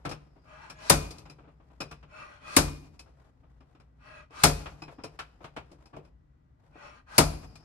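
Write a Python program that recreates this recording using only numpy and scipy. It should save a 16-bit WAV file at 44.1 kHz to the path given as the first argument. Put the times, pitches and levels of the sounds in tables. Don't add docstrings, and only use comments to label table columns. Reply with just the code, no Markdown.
import sys
import numpy as np
from scipy import signal
from scipy.fft import rfft, irfft, next_fast_len
from scipy.io import wavfile
from scipy.ndimage import uniform_filter1d, minimum_filter1d, map_coordinates

SR = 44100
rng = np.random.default_rng(int(sys.argv[2]) if len(sys.argv) > 2 else 0)


def to_wav(sig):
    pcm = np.clip(np.atleast_2d(sig), -1, 1) * 32767
    pcm = np.round(pcm).astype(np.int16)
    wavfile.write(sys.argv[1], SR, pcm.T)


N = 336924

# start_s, level_db, steel_db, sheet_db, boom_db, brightness_db_per_octave, panel_hz
BLOWS = [(0.897, -9, 0.5, 0, -0.5, 0.1, 290), (2.5643, -9, 0.5, -1.5, 0, 0.5, 300.5),
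         (4.435, -8.5, -1, -1, 0.5, 1.0, 480), (7.18, -8, 2, -1, 1, -0.4, 690)]
# start_s, level_db, brightness_db_per_octave, tick_db, rod_db
KNOCKS = [(0.05, -23.5, -0.1, -17.5, -32), (0.091, -36.5, -1.5, -3.5, -18.5), (0.111, -30, 1, -10.5, -16),
          (0.698, -37.5, 1.3, -5.5, -11.5), (1.106, -43, -1.5, 3, -17), (1.181, -49.5, -1.5, 2.5, -6),
          (1.254, -44.5, 0.5, -26, -14.5), (1.297, -45, -0.3, -5.5, -8), (1.803, -27.5, 0.5, -8, -10),
          (1.911, -38, 1.6, -9.5, -17), (2.027, -45, 0.3, -32, -36), (2.992, -47, -0.5, 1.5, -4.5),
          (3.605, -50.5, -1.5, -26, -25.5), (3.749, -53, 0.2, -28, -20), (3.799, -51, -0.5, -16, -19),
          (4.306, -49, -2.2, -20.5, -24), (4.657, -29.5, 1.1, -25, -35.5), (4.819, -35, -1.5, -16, -8),
          (4.879, -37.5, -1.5, -34.5, -30), (5.036, -30.5, -1.4, -10, -16), (5.189, -29, 3, -12.5, -26),
          (5.441, -33.5, 0.5, -20, -33), (5.563, -27.5, -0.05, -23, -45), (5.715, -46.5, -3.6, -10.5, -23),
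          (5.856, -51, -1.2, -8.5, -12), (5.963, -37, -3.6, -23.5, -33), (6.049, -57, -0.1, -13, -17),
          (7.554, -50.5, 1, 0.5, -8.5)]
# start_s, level_db, rise_s
SCUFFS = [(0.358, -51, .006), (1.384, -44.5, 0.004), (1.432, -43, 0.023), (1.472, -46, 0.01),
          (1.598, -51.5, .006), (1.699, -50.5, .008), (3.059, -48.5, 0.0088), (3.432, -53.5, .005),
          (4.983, -38, .006), (5.405, -43, 0.0043), (5.930, -36, 0.01), (6.754, -45, 0.0027)]
# push_start_s, push_end_s, push_top_speed (1 = speed of a blow), pull_length_s
STROKES = [(0.432, 0.782, 0.42, 0.15), (2.06, 2.445, 0.53, 0.16), (3.981, 4.285, 0.36, 0.14),
           (6.71, 7.04, 0.42, 0.12)]
# start_s, end_s, starting_level_db, rod_singing_db (relative to the grind)
GRINDS = [(0, .5, -60.5, -23), (1.102, 2.4, -60.5, -32), (2.802, 4.3, -62.5, -32), (4.601, 6.1, -55, -21),
          (6.594, 7.1, -66, -31), (7.398, 7.64, -60, -7)]

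# pitch_hz, level_db, t60_s
SKIN_MODES = [(213.7, -8, 0.24), (264.7, -2, 0.15), (281.3, 2, 0.25), (309, 4, 0.16), (343.9, -7.5, 0.067),
              (383.6, -7.5, 0.087), (443, -4, 0.42), (558, -5, .28), (645.5, -2.5, 0.2), (701, 0, 0.26),
              (781, -1, 0.15), (838, -1, 0.09), (934, -3.5, .18), (1012, -3.5, .24), (1070, -8.5, .16),
              (1188, -1.5, .16), (1200, 0, 0.19), (1306, -4.5, .18), (1340, -1, 0.25), (1464, -4.5, 0.087),
              (1630, -8, .16), (1767, -7, .16), (2000, -12.5, 0.12), (2442, -10.5, 0.52)]
# pitch_hz, level_db, t60_s, rise_s
DOOR_MODES = [(48, 9.5, 0.4, .05), (59.7, -2, .55, 0.02), (81, -1.5, 0.45, 0.0058),
              (97.3, -5.5, 0.25, 0.0067), (150.8, 3, .46, 0.0034), (172.4, -3.5, .33, 0.0045)]
# pitch_hz, level_db, t60_s
ROD_MODES = [(2420, -3.5, 0.19), (2557, -3, 0.21), (4039, -13.5, 0.3), (4930, -4, 0.043), (4970, -8, 0.097),
             (5250, -2.5, 0.17), (6870, -12.5, .12)]
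# pitch_hz, width_hz, level_db (relative to rub or hiss)
SLIDE_MODES = [(608, 34, -9.5), (880, 130, -11.5), (1034, 55, -10), (1213, 140, -4.5), (1440, 100, -10),
               (1600, 90, -8.5), (1915, 72, -14), (2380, 71, -13), (2575, 100, -11.5), (3030, 100, -19),
               (3290, 87, -16), (3970, 78, -13), (4370, 110, -7), (5500, 120, -11), (5520, 100, -10),
               (6600, 110, -12), (7500, 150, -19.5), (9400, 180, -15.5)]

# pitch_hz, density_db (per Hz)
STEEL_COLOUR = [(700, -30.5), (1500, -8), (2400, 2.5), (3200, -7.5), (4300, 2.5), (5100, 0), (6100, -3),
                (8000, -0.5), (9600, 9), (10700, 4), (11800, -2.5), (13000, -14), (15600, -15.5),
                (17000, -40.5)]
SHEET_COLOUR = [(60, -28.5), (110, -8), (195, -8), (290, -3), (500, -9.5), (750, -7.5), (1000, -11.5),
                (1300, -7), (1650, -12.5), (3200, -17.5), (5000, -15), (7500, -19.5), (10000, -16.5),
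                (12000, -23), (13500, -46), (16000, -70)]
RATTLE_COLOUR = [(100, -9.5), (300, -0.5), (1200, 1.5), (1800, -11), (2500, -5), (3500, -14.5),
                 (5200, -11.5), (9000, -20), (12500, -31.5), (15000, -70)]
CLUNK_COLOUR = [(200, -10), (400, -2), (750, 1.5), (1300, 0.5), (1900, -8.5), (2500, -5), (3500, -13),
                (6000, -27), (12000, -41.5), (15000, -76.5)]
THUD_COLOUR = [(40, -15.5), (90, -4), (150, 6), (210, -9), (300, -4.5), (500, -3), (900, -21.5),
               (3000, -61)]
TICK_COLOUR = [(1000, -23.5), (2400, -2.5), (3400, -3), (5100, 3), (7000, -6.5), (9800, -2.5), (11800, -11),
               (13000, -41.5), (16000, -58.5)]
RUB_COLOUR = [(130, -4.5), (400, -4), (800, -2.5), (1400, -3), (1850, -6.5), (2500, -4.5), (3600, -17),
              (6000, -29.5), (9000, -59.5)]
HISS_COLOUR = [(2000, -21.5), (4300, 4), (5500, -1.5), (8000, -7), (9900, -2), (11500, -10.5),
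               (13000, -37.5), (15000, -60)]
SCRAPE_COLOUR = [(80, -7), (150, 2.5), (210, -5.5), (300, 0.5), (700, 2), (1300, -4), (2500, -15),
                 (5000, -22), (9000, -27.5), (11500, -25), (13500, -65.5)]
AIR_COLOUR = [(20, -32), (42, -9.5), (62, 0.5), (90, -16), (146, -8), (198, -24), (260, -18), (380, -30),
              (800, -35), (1500, -38.5), (3000, -52), (6000, -59), (16000, -71.5)]
SHOP_COLOUR = [(100, 2.5), (1000, -4.5), (5000, -0.5), (12000, -4.0), (14000, -21)]

# pitch_hz, t60_s
SHEET_DECAY = [(100, 0.22), (300, 0.19), (1000, .18), (3000, .16), (6000, 0.19), (12000, 0.19)]
# pitch_hz, t60_s
SHOP_DECAY = [(100, 0.92), (500, .55), (2000, 0.47), (5000, 0.44), (9000, 0.37), (14000, 0.57)]
# pitch_hz, coherence
NEAR = [(60, 0.78), (300, .9), (650, .25), (1400, 0.054), (3000, 0.095), (5000, -0.44), (8500, -0.2),
        (10200, -1.1), (11500, -0.03), (14000, 1)]
# pitch_hz, coherence
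DIFFUSE = [(60, 0.94), (200, 1), (400, -0.24), (800, -0.41), (3000, 0.14), (8500, -.2), (10200, -1.1),
           (11500, -0.51)]
# pitch_hz, left_minus_right_db
LEAN = [(50, 1), (120, 4), (350, 1.5), (700, 6), (1300, 3.5), (2500, -0.5), (4800, 6.5), (8000, 6.5),
        (11000, -1)]

SHEET_LAG_S = .002
PANEL_DB, PANEL_OCTAVES = 4, .3
BLOW_THUD_DB = -21
TYPICAL_KNOCK_DB = -35
KNOCK_RISE_S, RISE_DOUBLING_DB = 0.0025, 19
THUD_DB, THUD_DB_PER_BRIGHTNESS = -10, -3.5
KNOCK_BOOM_DB, BOOM_GROWTH = -54, 0.72
CLACK_HZ, CLACK_DB_PER_BRIGHTNESS, CLACK_OCTAVES = 1500, 1.5, 0.28
SLACK_FROM_S, SLACK_DB = 2.8, -7.5
HAND_T60_S = .3
CONTACT_T60_S = .28
SCUFF_T60_S, SCUFF_SLOPE_DB, SCUFF_THUD_DB = 0.18, -3.04, -12.5
PULL_POWER = .8
HAND_UNEVEN_DB = 1.4
RUB_DB, RUB_DB_PER_DECADE = -43.5, 24.5
HISS_DB, HISS_DB_PER_DECADE = -57, 28
FRICTION_NOISE_DB = -3.0
PULL_HISS_DB = 15.5
SETTLE_DB_PER_S = 7
GRIND_TRIM_DB = -4.5
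SING_HZ, SING_WIDTH_HZ = 5000, 600
TOP_HZ = 16200


def blows():
    out, t = np.zeros((2, N)), clock(SR)
    for s, db, steel_db, sheet_db, boom_db, slope_db, panel_hz in BLOWS:
        chatter = swell(t, rise=.001) * fade(np.maximum(t - .004, 0), t60=0.047)
        crack = amp(-1.5) * chatter * noise(STEEL_COLOUR, NEAR, size=SR)
        rod = amp(-25.5) * ring(ROD_MODES, t, scatter_db=3, detune=.005)
        add(out, s, amp(db + steel_db) * (crack + rod))

        crash = amp(-3.5) * swell(t, rise=0.0011) * dying(noise(SHEET_COLOUR, NEAR, size=SR), SHEET_DECAY)
        skin = amp(-18.5) * swell(t, rise=0.00099) * ring(SKIN_MODES, t, scatter_db=2.0, detune=.006)
        shaking = amp(3.4 * wobble(rate=34, size=SR))
        rattle = amp(-27.5) * fade(t, t60=.65) * noise(RATTLE_COLOUR, NEAR, size=SR, grain=shaking)
        sheet = tilted(crash + skin + rattle, slope_db)
        sheet = humped(sheet, panel_hz, PANEL_DB, PANEL_OCTAVES)
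        add(out, s + SHEET_LAG_S, amp(db + sheet_db) * sheet)

        low_end = amp(-17.5) * door_boom(t) + amp(BLOW_THUD_DB) * door_thud(t)
        add(out, s, amp(db + boom_db) * low_end)
    return out


def door_boom(t):
    out = np.zeros(len(t))
    for (hz, db, t60, rise), (detune, phase) in zip(DOOR_MODES, rng.standard_normal((len(DOOR_MODES), 2))):
        swing = np.sin(2 * np.pi * (hz * (1 + 0.016 * detune) * t + phase))
        out += amp(db) * swell(t, rise) ** 2 * fade(t, t60) * swing
    return out


def door_thud(t):
    return swell(t, rise=0.0044) * fade(t, t60=0.25) * noise(THUD_COLOUR, NEAR, size=len(t))


def sliding():
    out = np.zeros((2, N))
    for (start, end, top_speed, pull_s), (blow, *_) in zip(STROKES, BLOWS):
        t = start + clock(size=SR * 3 // 5)
        push = top_speed * np.sin(np.pi * np.clip((t - start) / (end - start), 0, 1))
        pull = np.clip(1 + (t - blow) / pull_s, 0, 1) * (t < blow)
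        unevenness = amp(HAND_UNEVEN_DB * wobble(rate=18, size=len(t)))
        speed = (push + pull ** PULL_POWER) * unevenness
        add(out, start, friction(speed, PULL_HISS_DB * pull))
    return out


def friction(speed, press_db):
    size, decades = len(speed), np.log10(np.maximum(speed, 1e-3))
    rub_db = RUB_DB + RUB_DB_PER_DECADE * decades
    hiss_db = HISS_DB + HISS_DB_PER_DECADE * decades
    bumps = amp(1.1 * wobble(rate=730, size=size))
    sound = amp(rub_db + FRICTION_NOISE_DB) * noise(RUB_COLOUR, DIFFUSE, size=size, grain=bumps)
    hiss = noise(HISS_COLOUR, DIFFUSE, size=size, grain=bumps)
    sound += amp(hiss_db + press_db + FRICTION_NOISE_DB) * hiss
    for hz, width_hz, db in SLIDE_MODES:
        high = np.interp(hz, [2800, 4300], [0, 1])
        level_db = db + (1 - high) * rub_db + high * hiss_db
        sound += amp(level_db) * rubbed_mode(hz, width_hz, size=size)
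    return sound


def rubbed_mode(hz, width_hz, size):
    phase = 2 * np.pi * np.cumsum(hz * (1 + 0.02 * wobble(rate=9, size=size))) / SR
    drive = filtered(rng.standard_normal((2, 2, size)), lambda f: 1 / (1 + (2 * f / width_hz) ** 2))
    tone = unit(drive[0] * np.cos(phase) + drive[1] * np.sin(phase))
    return amp(3.3 * wobble(rate=10, size=size)) * tone


def knocks():
    out, t = np.zeros((2, N)), clock(SR // 2)
    for s, db, slope_db, tick_db, rod_db in KNOCKS:
        force_db = db - TYPICAL_KNOCK_DB
        rise = KNOCK_RISE_S * 2 ** (force_db / RISE_DOUBLING_DB)
        grip = amp(SLACK_DB * (s > SLACK_FROM_S))
        clunk = amp(-7.0) * fade(t, t60=0.15) * noise(CLUNK_COLOUR, NEAR, size=len(t))
        skin = amp(-19) * fade(t, CONTACT_T60_S) * ring(SKIN_MODES, t, scatter_db=4.0, detune=.025)
        panel = tilted(clunk + skin, slope_db)
        panel = humped(panel, CLACK_HZ, CLACK_DB_PER_BRIGHTNESS * slope_db, CLACK_OCTAVES)
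        thud = grip * amp(THUD_DB + THUD_DB_PER_BRIGHTNESS * slope_db) * door_thud(t)
        boom = grip * amp(KNOCK_BOOM_DB + BOOM_GROWTH * force_db) * door_boom(t)
        tick = amp(tick_db - 2.0) * fade(t, t60=0.11) * noise(TICK_COLOUR, NEAR, size=len(t))
        buzz = amp(3 * wobble(rate=250, size=len(t)))
        rod_ring = ring(ROD_MODES, t, scatter_db=3.0, detune=.008)
        rod = amp(rod_db + 1.5) * buzz * fade(t, HAND_T60_S) * rod_ring
        add(out, s, swell(t, rise) * (amp(db) * (panel + thud + tick + rod) + boom))
    return out


def scuffs():
    out, t = np.zeros((2, N)), clock(SR // 2)
    for s, db, rise in SCUFFS:
        drag = amp(-8.0) * fade(t, SCUFF_T60_S) * noise(CLUNK_COLOUR, NEAR, size=len(t))
        skin = amp(-18) * fade(t, CONTACT_T60_S) * ring(SKIN_MODES, t, scatter_db=5.0, detune=.025)
        thud = amp(SCUFF_THUD_DB) * door_thud(t)
        add(out, s, amp(db) * swell(t, rise) * (tilted(drag + skin, SCUFF_SLOPE_DB) + thud))
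    return out


def grinding():
    out, t = np.zeros((2, N)), clock(N)
    slips = amp(3.9 * wobble(rate=22, size=N) + 2.5 * wobble(rate=150, size=N))
    scrape = noise(SCRAPE_COLOUR, NEAR, size=N, grain=slips)
    singing = rubbed_mode(SING_HZ, SING_WIDTH_HZ, size=N)
    for start, end, db, sing_db in GRINDS:
        pressure = amp(db - SETTLE_DB_PER_S * (t - start)) * (t >= start) * (t < end)
        pressure = uniform_filter1d(pressure, size=2000)
        out += amp(GRIND_TRIM_DB) * pressure * (scrape + amp(sing_db) * singing)
    return out


def shop(x):
    tail = dying(noise(SHOP_COLOUR, DIFFUSE, size=SR), SHOP_DECAY)
    tail = tail * swell(clock(SR), rise=0.049)
    return signal.fftconvolve(x[:1], tail / np.linalg.norm(tail[0]), axes=1)[:, :N]


def shop_background():
    air = amp(-59.5) * noise(AIR_COLOUR, DIFFUSE, size=N)
    whine = amp(-90) * np.sin(2 * np.pi * 1945 * clock(N) + .6 * wobble(rate=11, size=N))
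    return air + whine


def amp(db):
    return 10 ** (np.asarray(db) / 20)


def unit(x):
    return x / np.sqrt(np.mean(x ** 2) + 1e-20)


def along(points, hz):
    f, v = np.transpose(points)
    return np.interp(np.log(hz + 1), np.log(f + 1), v)


def clock(size):
    return np.arange(size) / SR


def add(track, s, sound):
    part = track[:, round(s * SR):][:, :sound.shape[-1]]
    part += sound[..., :part.shape[1]]


def filtered(x, response):
    size = x.shape[-1]
    m = next_fast_len(size + SR // 10)
    return irfft(rfft(x, m) * response(np.fft.rfftfreq(m, 1 / SR)), m)[..., :size]


def tilted(x, slope_db):
    return filtered(x, lambda hz: amp(slope_db * np.log2(np.clip(hz, 200, 4000) / 900)))


def humped(x, centre_hz, db, octaves):
    def hump(hz):
        distance = np.log2((hz + 1) / centre_hz) / octaves
        return amp(db * np.exp(-.5 * distance ** 2))
    return filtered(x, hump)


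def wobble(rate, size):
    knots = rng.standard_normal(int(size * rate / SR) + 4)
    return map_coordinates(knots, [clock(size) * rate], mode="nearest")


def noise(spectrum, alike, size, grain=1):
    def mid_side_colour(hz):
        turn = np.arccos(np.clip(along(alike, hz), -1, 1)) / 2
        return amp(along(spectrum, hz)) * [np.cos(turn), np.sin(turn)]
    mid, side = filtered(grain * rng.standard_normal((2, size)), mid_side_colour)
    return unit(np.array([mid + side, mid - side]))


def fade(t, t60):
    return np.exp(-np.log(1000) * t / np.maximum(t60, 1e-3))


def swell(t, rise):
    return 1 - np.exp(-t / max(rise, 1e-5))


def dying(x, decays):
    hz, t, z = signal.stft(x, SR, nperseg=128)
    z = z * fade(t, along(decays, hz)[:, None])
    return signal.istft(z, SR, nperseg=128)[1][:, :x.shape[1]]


def ring(modes, t, scatter_db, detune):
    out = np.zeros((2, len(t)))
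    for (hz, db, t60), (size, shift, phase, skew) in zip(modes, rng.standard_normal((len(modes), 4))):
        apart = np.sign(skew) * np.arccos(np.clip(along(NEAR, hz), -1, 1)) / 2
        angle = 2 * np.pi * (hz * (1 + detune * shift) * t + phase) + np.array([[apart], [-apart]])
        out += amp(db + scatter_db * size) * fade(t, t60) * np.sin(angle)
    return out


def scene():
    work = blows() + sliding() + knocks() + scuffs() + grinding()
    heard = work + amp(-24.0) * shop(work) + shop_background()
    return filtered(heard, lambda hz: amp(along(LEAN, hz) * np.array([[.5], [-.5]])))


def record(dry):
    needed = np.minimum(1, .95 / (np.abs(dry).max(axis=0) + 1e-9))
    gain = uniform_filter1d(minimum_filter1d(needed, size=45), size=45)
    return filtered(dry * gain, lambda hz: 1 / (1 + (hz / TOP_HZ) ** 120))


dry = scene()
out = record(dry)
to_wav(out)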